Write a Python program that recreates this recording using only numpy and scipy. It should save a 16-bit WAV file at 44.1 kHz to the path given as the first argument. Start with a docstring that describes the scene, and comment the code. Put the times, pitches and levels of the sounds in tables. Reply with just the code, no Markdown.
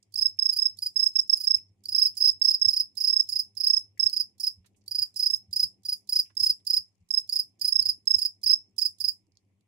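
"""Crickets in a plastic tub

Two male crickets sing in a tub indoors, both to the right of a close stereo microphone.
Each chirp is a run of wing strokes, every one a short falling tone with overtones and scrape, ringing on
in the tub. Feet and bodies patter over cardboard and bran as filtered noise puffs and ticks.
The house hums around twice the mains frequency and rumbles, and dull knocks ring the shelf now and then."""
import sys
import numpy as np
from scipy import signal
from scipy.fft import rfft, irfft, next_fast_len
from scipy.io import wavfile
from scipy.ndimage import uniform_filter1d, map_coordinates

SR = 44100
rng = np.random.default_rng(int(sys.argv[2]) if len(sys.argv) > 2 else 0)


def wrap_up_sound(samples):
    """Save the sound to the file named by the first command line argument, as 16-bit audio."""
    columns = np.atleast_2d(samples).T
    # keep every value between -1 and 1, then stretch to whole-number steps
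    tamed = np.clip(columns, -1, 1)
    steps = np.round(tamed * 32767).astype(np.int16)
    wavfile.write(sys.argv[1], SR, steps)


N = 426447

MAINS_HZ = 50
HUM_DB = 2.5  # lift of all hum lines
PERIOD_S = 0.0345  # usual time from stroke to stroke
STEEPEST_HZ_PER_S = 48000  # a short stroke uses only the end of the file
FIRST_TURN_DB = -2  # the weak first stroke of the turning singer reaches the left side less
TOP_HZ = 15800  # band limit of the whole mix

# Hum lines of the house. Each row: multiple of the mains, width in Hz, level in dB before lift and wavering.
HUM_LINES = [(2, 14, -74), (4, 22, -83), (8, 6, -94), (10.3, 12, -101), (15.4, 20, -100)]
# Colour of the house rumble. Each row: frequency in Hz, relative level in dB per Hz.
RUMBLE_COLOUR = [(20, -22), (50, -11.5), (100, -9.5), (160, -3.5), (320, -3.5), (450, -14), (800, -18),
                 (1100, -34.5), (1600, -59)]
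# Colour of the microphone hiss. Each row: frequency in Hz, relative level in dB per Hz.
HISS_COLOUR = [(500, -20.5), (1000, 2), (1500, -11.5), (2200, 2), (4000, -11), (7000, -8.5), (10000, -10),
               (15500, -26.5)]
# Likeness of left and right in the room noise. Each row: frequency in Hz, likeness from 0 to 1.
ROOM_ALIKE = [(40, 0.89), (100, 0.94), (300, .7), (700, .3), (2000, .05)]
# Swells of hum and rumble. Each row: time in seconds, level in dB (only the rise and fall about the mean counts).
HOUSE_LEVEL = [(0.0, -74.5), (3.74, -72.5), (4.9, -74), (5.79, -70.5), (7.08, -77.5), (7.27, -71),
               (9.67, -75)]
# Ring of the tub walls. Each row: frequency in Hz, time to fade by 60 dB in seconds, relative level in dB.
TUB_RING = [(1000, 0.18, -5), (4700, 0.066, 4), (5380, 0.22, 0), (5200, 0.22, -10.5), (10300, 0.18, -7),
            (15010, 0.1, 1.5)]
# Feet and bodies on cardboard. 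Each row: start in seconds, level in dB at the crest, centre in Hz,
# width in octaves, half the puff's span in seconds, left minus right in dB.
SCUFFS = [(0.027, -60.5, 6470, 0.81, 0.0066, -8.5), (0.376, -71, 2500, 0.35, 0.03, 9),
          (1.469, -76, 1500, 1.2, .015, -11), (1.58, -62, 2430, 0.34, 0.0073, 8),
          (1.978, -69, 2050, 0.66, 0.022, 8), (2.138, -72.5, 2600, 0.6, 0.01, 1.5),
          (2.463, -81.5, 2490, 0.62, 0.077, 6), (3.16, -65.5, 2400, 0.37, 0.014, 4),
          (3.399, -66, 1860, 0.7, 0.013, 1), (3.658, -69, 2220, 1.4, 0.032, -3),
          (3.974, -64.5, 2040, 0.38, 0.0072, 12), (4.644, -68, 1162, 2.9, 0.015, -4),
          (4.658, -65, 4970, 2.3, 0.016, -8), (4.745, -76, 2600, 0.69, 0.012, 1.5),
          (4.76, -74, 7600, 0.78, 0.028, -8), (4.815, -73, 5330, .5, .008, -3),
          (4.975, -70, 1520, 1.7, 0.085, 2.5), (6.25, -70, 2500, 0.46, .03, 0.5),
          (6.299, -66.5, 1180, 2.3, 0.012, -9), (6.6, -74, 2800, 1.2, .006, -4),
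          (7.627, -66, 2060, 0.29, 0.018, 6), (8.198, -72, 2355, 0.94, 0.027, -3.5),
          (9.32, -71, 5200, .6, .004, -5), (9.353, -72, 4900, .3, .004, -5),
          (9.371, -57, 5500, 0.74, 0.0029, -8), (9.608, -75, 4600, 1.8, 0.0044, -3)]
# Colour of the ticking feet. Each row: frequency in Hz, relative level in dB per Hz.
FEET_COLOUR = [(700, -21.5), (2000, -6), (3600, -22.5), (4700, 5.5), (7000, 2.5), (12000, -13),
               (15500, -36.5)]
# Partials of each singer. Each row: multiple of the stroke's pitch, right level in dB, extra left level in dB,
# left phase lead in radians, share of effort followed, sharpness of swell, flutter in dB.
HIGH_TONE = [(1, 0, -15, 2.95, 1, .95, .25), (2, -29, -18, 1.1, .5, 1.1, 1.5), (3, -42, -6, .3, .5, 1.1, 3)]
LOW_TONE = [(1, 0, 0, -1.2, 1, .9, .8), (1.5, -30, -14, .7, .9, 3, 4), (2, -26, -10, 1.1, .3, 1.1, 2.2),
            (2.5, -25, -5, .7, .9, 3, 4), (3, -30, -3, .3, .5, 1.3, 3.5)]
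# Scraper on the file, coloured by the wing. Each row: frequency in Hz, relative level in dB per Hz.
HIGH_RASP_COLOUR = [(700, -44), (2500, -39.5), (4300, -39.5), (5200, -3), (6200, -10.5), (8500, -13),
                    (10300, -11), (12000, -19.5), (15500, -21.5)]
LOW_RASP_COLOUR = [(700, -46), (2500, -43.5), (4200, -32), (5000, 0.5), (6300, -9), (7700, -8.5),
                   (8700, -17.5), (10000, 1), (11500, -21), (12700, -10.5), (13800, -12.5), (15300, -11.5)]
# Colour of the faint noise puff just before each chirp, as the wings open.
# Each row: frequency in Hz, relative level in dB per Hz.
OPENING_COLOUR = [(2000, -36), (4500, -1.5), (5200, 1), (9500, -1), (13000, -8.5), (15500, -16.5)]
# Shade of the microphone body over its left port. Each row: frequency in Hz, gain in dB.
LEFT_SHADE = [(5500, -1), (7500, -14), (10000, -13.5), (13000, -5.5)]
# Overtones and scrape. Each row: time in seconds, higher singer's gain in dB, lower singer's gain in dB.
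TREBLE_LEVEL = [(0, -5.5, -4), (1.5, -6.5, -4.5), (2.499, -7, -7.5), (3.502, -7, -5), (4.499, -5.5, -5.5),
                (5.499, -2.5, -4.5), (6.5, -2.3, -2.5), (7.499, -1.5, -3.5), (8.499, -7, -3),
                (9.2, -10, -4.5)]
# Chirps of the higher singer. Each row: first stroke in seconds, last stroke in seconds, length of the first
# stroke in seconds, first level in dB, last level in dB, top pitch in Hz.
HIGH_SONG = [(0.1561, 0.2526, 0.0099, -17.5, -9, 5420), (0.388, 0.489, 0.014, -12, -10.5, 5430),
             (0.585, 0.6529, .02, -14, -9.5, 5420), (0.9585, 1.0595, 0.024, -13, -9.5, 5410),
             (1.1543, 1.1864, 0.021, -11, -9, 5490), (1.294, 1.3268, 0.016, -10.5, -8.5, 5480),
             (1.4698, 1.5387, 0.02, -10, -9.5, 5496), (1.9451, 2.0507, 0.018, -11, -10.5, 5460),
             (2.2203, 2.2861, 0.011, -8.5, -8.5, 5450), (2.4143, 2.4802, .016, -10, -8, 5466),
             (2.614, 2.6805, 0.021, -10, -8, 5503), (3.0942, 3.1942, 0.021, -12.5, -9, 5454),
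             (3.6666, 3.7652, 0.017, -8.5, -10.5, 5440), (3.9939, 4.0595, .02, -12, -9, 5470),
             (5.266, 5.3317, .015, -19.5, -12.5, 5380), (6.368, 6.432, 0.015, -17, -12, 5320),
             (7.1051, 7.1706, .014, -15, -10.5, 5370), (7.7221, 7.7887, 0.014, -11, -8.5, 5430),
             (8.0721, 8.1382, 0.015, -10, -7.5, 5437), (8.4603, 8.5278, 0.012, -12, -7.5, 5490)]
# Chirps of the lower singer, who turns about. Each row: the same columns, then extra left minus right in dB.
LOW_SONG = [(0.139, 0.2075, 0.0085, -28, -19.5, 5180, -9), (0.4889, 0.5607, .007, -24, -19, 5180, -5.5),
            (0.7871, 0.8567, 0.0065, -25.5, -19, 5160, -3.5), (1.335, 1.4342, .008, -30.5, -23, 5330, -7.5),
            (1.8543, 2.0566, 0.0079, -25, -14.5, 5315, -6),
            (2.1687, 2.2695, .022, -23.5, -11.5, 5380, -6.5),
            (2.4365, 2.5371, 0.014, -24, -13.5, 5450, -5.5),
            (2.6958, 2.7955, 0.022, -22.5, -13.5, 5450, -4.5),
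            (2.9694, 3.0709, 0.023, -22, -12.5, 5450, -9), (3.2879, 3.3888, 0.018, -23, -14.5, 5416, -7.5),
            (3.568, 3.6671, 0.018, -24, -13.5, 5488, -8.5),
            (4.0963, 4.1969, 0.0058, -22.5, -14.5, 5360, -8.5), (4.3981, 4.466, 0.02, -26, -15, 5394, -5),
            (4.8783, 5.0172, 0.0078, -25.5, -14.5, 5200, -6.5),
            (5.1585, 5.2572, 0.023, -24, -12.5, 5390, -5.5), (5.5273, 5.6263, 0.015, -21, -13, 5363, -4.5),
            (5.8501, 5.9192, 0.019, -25, -17.5, 5200, -3), (6.09, 6.1876, 0.015, -21.5, -12.5, 5340, -2.5),
            (6.3942, 6.4933, 0.019, -22.5, -13, 5320, -2), (6.6666, 6.7631, .017, -18.5, -13, 5360, -5),
            (7.2911, 7.3884, 0.012, -20.5, -15, 5340, -7), (7.6121, 7.6761, .015, -16.5, -15.5, 5310, -6),
            (7.8208, 7.8858, .012, -18, -13.5, 5350, -6.5), (8.1822, 8.2484, .017, -19.5, -15, 5330, -6.5),
            (8.4318, 8.5023, .02, -19.5, -10.5, 5286, -6), (8.7806, 8.8497, 0.019, -16.5, -12.5, 5310, -10),
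            (9.0015, 9.0772, 0.022, -20, -12, 5313, -12)]
# How each singer strokes. Keys: length of a full stroke in seconds and its end pitch in Hz; for the first of
# a chirp, top and end pitch lower by Hz, end lower too by sag in Hz per missing second, lateness as a share
# of its missing length; powers by which effort builds, length grows and the pace slows along a chirp.
HIGH_WING = dict(length=.02, end_hz=5028, sag=500, flat_top_hz=40, flat_end_hz=7.5, late=0.14, builds=0.98, lengthens=1.8, slows=1.04)
LOW_WING = dict(length=.022, end_hz=4679, sag=9000, flat_top_hz=59.7, flat_end_hz=92, late=0.15, builds=2, lengthens=4.0, slows=1.02)
# Knocks through the shelf. Each row: time in seconds (onset 10 ms sooner), peak level in dB.
KNOCKS = [(1.552, -56), (1.703, -60), (1.911, -54.5), (2.659, -43), (4.043, -56.5), (4.578, -50.5),
          (4.994, -56.5), (5.485, -49), (5.626, -47), (6.15, -60.5), (6.404, -51.5), (6.504, -58.5),
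          (6.778, -55.5), (7.008, -55.5), (7.79, -50.5), (8.152, -49.5), (8.447, -54)]
# Low modes of the shelf. Each row: frequency in Hz, relative level in dB, time to fade by 60 dB in seconds.
SHELF_MODES = [(88.6, 9, 0.1), (179, -6, 0.16), (60, -9, 0.11), (35.86, -14.5, 0.19)]


def amp(db):
    """Decibels to amplitude."""
    return 10 ** (np.asarray(db) / 20)


def unit(x):
    """Scales a sound to rms 1."""
    return x / np.sqrt(np.mean(x ** 2) + 1e-20)


def along(points, hz):
    """Reads a curve of (Hz, value) points on a log frequency axis."""
    f, v = np.transpose(points)
    return np.interp(np.log(hz + 1), np.log(f + 1), v)


def coloured(points):
    """Turns (Hz, dB) points into a gain curve over frequency."""
    return lambda hz: amp(along(points, hz))


def wobble(rate):
    """A smooth random curve, rate knots a second."""
    knots = rng.standard_normal(int(N * rate / SR) + 4)
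    return map_coordinates(knots, [np.arange(N) * rate / SR])


def filtered(x, response):
    """Shapes a sound by a gain curve over frequency."""
    m = next_fast_len(N + SR // 2)
    return irfft(rfft(x, m) * response(np.fft.rfftfreq(m, 1 / SR)), m)[..., :N]


def noise(gain, alike, patchy_db=0):
    """Stereo noise of rms 1 in patches of random gain; alike sets the likeness of the sides by frequency."""
    white = rng.standard_normal((2, N))
    if patchy_db:
        z = signal.stft(white, nperseg=512)[2]
        patches = rng.standard_normal(z.shape[1:])
        patches = uniform_filter1d(patches, size=8, axis=0)  # across frequency
        patches = uniform_filter1d(patches, size=5, axis=1)  # across time
        white = signal.istft(z * amp(patchy_db * unit(patches)), nperseg=512)[1][:, :N]

    def mid_side(hz):
        angle = np.arccos(np.clip(along(alike, hz), -1, 1)) / 2
        return gain(hz) * [np.cos(angle), np.sin(angle)]

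    mid, side = filtered(white, mid_side)
    return unit(np.array([mid + side, mid - side]))


def add(track, s, piece):
    """Mixes a piece into a track from s seconds on."""
    part = track[..., round(s * SR):][..., :piece.shape[-1]]
    part += piece[..., :part.shape[-1]]


def room():
    """Wavering hum lines and a lumpy rumble of the house, over a faint hiss."""
    lumps = wobble(10)  # shared by hum and rumble
    hum = np.zeros((2, N))
    for multiple, width, db in HUM_LINES:
        line = noise(lambda hz: 1 / (1 + (2 * (hz - multiple * MAINS_HZ) / width) ** 2), ROOM_ALIKE)
        hum += amp(HUM_DB + db + 0.98 * lumps + 1.5 * wobble(3.9)) * line
    rumble = noise(coloured(RUMBLE_COLOUR), ROOM_ALIKE, patchy_db=2.5)
    rumble *= amp(-79 + 1.5 * lumps + 1.5 * wobble(16))
    hiss = amp(-88) * noise(coloured(HISS_COLOUR), ROOM_ALIKE, patchy_db=2.0)
    s, db = np.transpose(HOUSE_LEVEL)
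    house_db = np.interp(np.arange(N) / SR, s, db - db.mean())
    return amp(house_db) * (hum + rumble) + hiss


def tub(x, wet_db):
    """The walls answer a mono sound with fading noise, differently on each side."""
    hz, t, z = signal.stft(rng.standard_normal((2, SR // 2)), SR, nperseg=256)
    f, t60, db = np.transpose(TUB_RING)
    fading_db = np.interp(hz, f, db)[:, None] - 60 * t / np.interp(hz, f, t60)[:, None]
    tail = signal.istft(z * amp(fading_db), SR, nperseg=256)[1]
    tail = np.pad(tail, ((0, 0), (round(0.0011 * SR), 0)))  # the way to the walls, in seconds
    tail /= np.linalg.norm(tail[0])
    return amp(wet_db) * signal.fftconvolve(x[None], tail, axes=1)[:, :N]


def patter():
    """Single scuffs as puffs of band-passed noise, over a thin random ticking of many feet, all in the tub."""
    out = np.zeros((2, N))
    for s, db, hz, octaves, length, pan_db in SCUFFS:
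        edges = [hz * 2 ** (-octaves / 2), min(hz * 2 ** (octaves / 2), SR / 3)]
        band = signal.butter(2, edges, "bandpass", fs=SR, output="sos")
        u = np.linspace(0, 6, round(2 * length * SR))
        puff = unit(signal.sosfilt(band, rng.standard_normal((2, len(u)))))
        puff *= u * np.exp(1 - u)  # quick rise, slower fall
        add(out, s, amp(db + np.array([[pan_db / 2], [-pan_db / 2]])) * puff)
    struck = rng.random((2, N)) < 40 / SR  # about 40 ticks a second on each side
    ticks = struck * amp(5 * rng.exponential(size=(2, N)).clip(0, 3))
    ticks = signal.fftconvolve(ticks, np.hanning(round(0.006 * SR))[None], "same", axes=1)
    out += amp(-90 + 4 * wobble(5)) * ticks * noise(coloured(FEET_COLOUR), [(1000, 0.3)])
    return out + tub(out.mean(0), -6)


def strokes(chirps, length, end_hz, sag, flat_top_hz, flat_end_hz, late, builds, lengthens, slows):
    """Strokes at a slowing pace that build from a short, weak, flat first one to full effort."""
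    rows = []
    for first, last, first_length, first_db, last_db, top_hz, *turn in chirps:
        count = round((last - first) / PERIOD_S) + 1
        begin = first - late * (length - first_length)
        due = begin + (last - begin) * np.linspace(0, 1, count) ** slows
        for k, s in enumerate(due):
            to_go = 1 - k / (count - 1)
            slack = to_go ** builds
            missing = (length - first_length) * to_go ** lengthens
            # no two strokes alike
            longer, top_shift, end_shift, db_shift = rng.normal(0, [0.03, 15, 15, 0.4])
            lasts = (length - missing) * (1 + longer)
            to_hz = end_hz - (flat_end_hz + sag * missing) * (k == 0) + end_shift
            wanted_hz = top_hz - flat_top_hz * slack + top_shift
            from_hz = min(wanted_hz, to_hz + STEEPEST_HZ_PER_S * lasts)
            db = last_db + (first_db - last_db) * slack + db_shift
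            side_db = [pan_db + FIRST_TURN_DB * (k == 0) for pan_db in turn]
            rows.append((s if k else first, lasts, from_hz, to_hz, db, *side_db))
    return rows


def singer(strokes, partials, scrape, treble, skew, edge, linger, scrape_db, open_db, wet_db):
    """A file of teeth drives the wing at a falling rate; overtones and scrape follow effort only in part."""
    tone, rasp, opening, first_burst = np.zeros((4, 2, N))
    before = -1
    uneven = wobble(450)  # teeth differ in size
    for s, length, first_hz, last_hz, db, *turn in strokes:
        u = np.arange(round(length * SR)) / (length * SR)
        swell = np.abs(np.sin(np.pi * u ** skew))
        edge_share = np.clip(np.minimum(u, 1 - u) * length / edge, 0, 1)
        soft_ends = np.sin(np.pi / 2 * edge_share) ** 2
        falling_hz = first_hz + (last_hz - first_hz) * u
        phase = 2 * np.pi * (np.cumsum(falling_hz) / SR + rng.random())
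        treble_db = np.interp(s, *treble)
        teeth = uneven[round(s * SR):][:len(u)]
        for k, right_db, left_db, lead, follow, sharp, flutter_db in partials:
            level_db = right_db + follow * db + (k > 1) * (treble_db + rng.normal(0, 0.5))
            size = amp(level_db + flutter_db * teeth) * swell ** sharp * soft_ends
            left = amp(left_db + sum(turn)) * np.sin(k * phase + lead)
            add(tone, s, size * [left, np.sin(k * phase)])
        drag = np.linspace(0, np.pi, round(linger * length * SR))  # the wings still rub while they reopen
        rub = np.abs(np.sin(drag))[None] ** 0.23 * np.exp(-0.5 * drag)
        add(rasp, s, amp(0.14 * db + treble_db + rng.normal(0, 1.5)) * rub)
        if s - before > 0.06:  # the first stroke of a chirp
            # a faint puff just before the chirp, as the wings open
            add(opening, s - 0.019, np.hanning(round(0.009 * SR))[None] * amp(rng.normal(0, 3)))
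            # a burst of 0.9 to 4.3 kHz noise under each chirp's first stroke
            add(first_burst, s, np.hanning(round(length * SR))[None] * amp(db + rng.normal(0, 2)))
        before = s
    apart = [(1000, 0.1)]  # sides nearly unalike
    rasp *= amp(scrape_db + 3.8 * wobble(120)) * noise(coloured(scrape), apart, patchy_db=3.5)
    opening *= amp(open_db) * noise(coloured(OPENING_COLOUR), apart)
    first_burst *= amp(-53.5) * noise(lambda hz: (hz > 900) * (hz < 4300) * hz, apart)

    def radiated(hz):  # the small wing sends out little below its tone
        return 1 / (1 + (4400 / (hz + 1)) ** 24)

    voice = filtered(tone, radiated)
    # scrape spreads more evenly than the tone, so more of it meets the walls
    echoes = tub(voice[1] + 5.1 * (rasp[1] + opening[1]), wet_db)
    rustle = rasp + opening + first_burst + echoes
    return voice + [filtered(rustle[0], coloured(LEFT_SHADE)), rustle[1]]


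def crickets():
    """The higher singer's strokes swell early and rub on long; the lower one's swell evenly and stop sooner."""
    s, high_db, low_db = np.transpose(TREBLE_LEVEL)
    # edge in seconds, linger in stroke lengths, levels in dB for left and right
    high = singer(strokes(HIGH_SONG, **HIGH_WING), HIGH_TONE, HIGH_RASP_COLOUR, (s, high_db),
                  skew=0.85, edge=0.0016, linger=2.7,
                  scrape_db=[[-50], [-38]], open_db=[[-64], [-58]], wet_db=[[-20], [-20]])
    low = singer(strokes(LOW_SONG, **LOW_WING), LOW_TONE, LOW_RASP_COLOUR, (s, low_db),
                 skew=1.0, edge=0.0025, linger=1.08,
                 scrape_db=[[-40], [-30]], open_db=[[-62], [-54]], wet_db=[[-15], [-14]])
    return high + low


def jolts():
    """Each knock sets the shelf's low modes going with a soft start."""
    out, t = np.zeros((2, N)), np.arange(SR // 3) / SR
    for s, db in KNOCKS:
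        ring = np.zeros((2, len(t)))
        for hz, level_db, t60 in SHELF_MODES:
            fading_db = level_db + rng.normal(0, 0.87, (2, 1)) - 60 * t / t60
            ring += amp(fading_db) * np.sin(2 * np.pi * hz * t * rng.normal(1, 0.04))
        ring *= np.clip(t / 0.027, 0, 1) ** 2  # soft start in seconds
        add(out, s - 0.01, amp(db) * ring / np.abs(ring).max())
    return out


def scene():
    """The house, the patter, the two singers and the knocks together."""
    return room() + patter() + crickets() + jolts()


def record(dry):
    """A steep low-pass: next to nothing gets through above the band limit."""
    return filtered(dry, lambda hz: 1 / (1 + (hz / TOP_HZ) ** 300))


dry = scene()
out = record(dry)
wrap_up_sound(out)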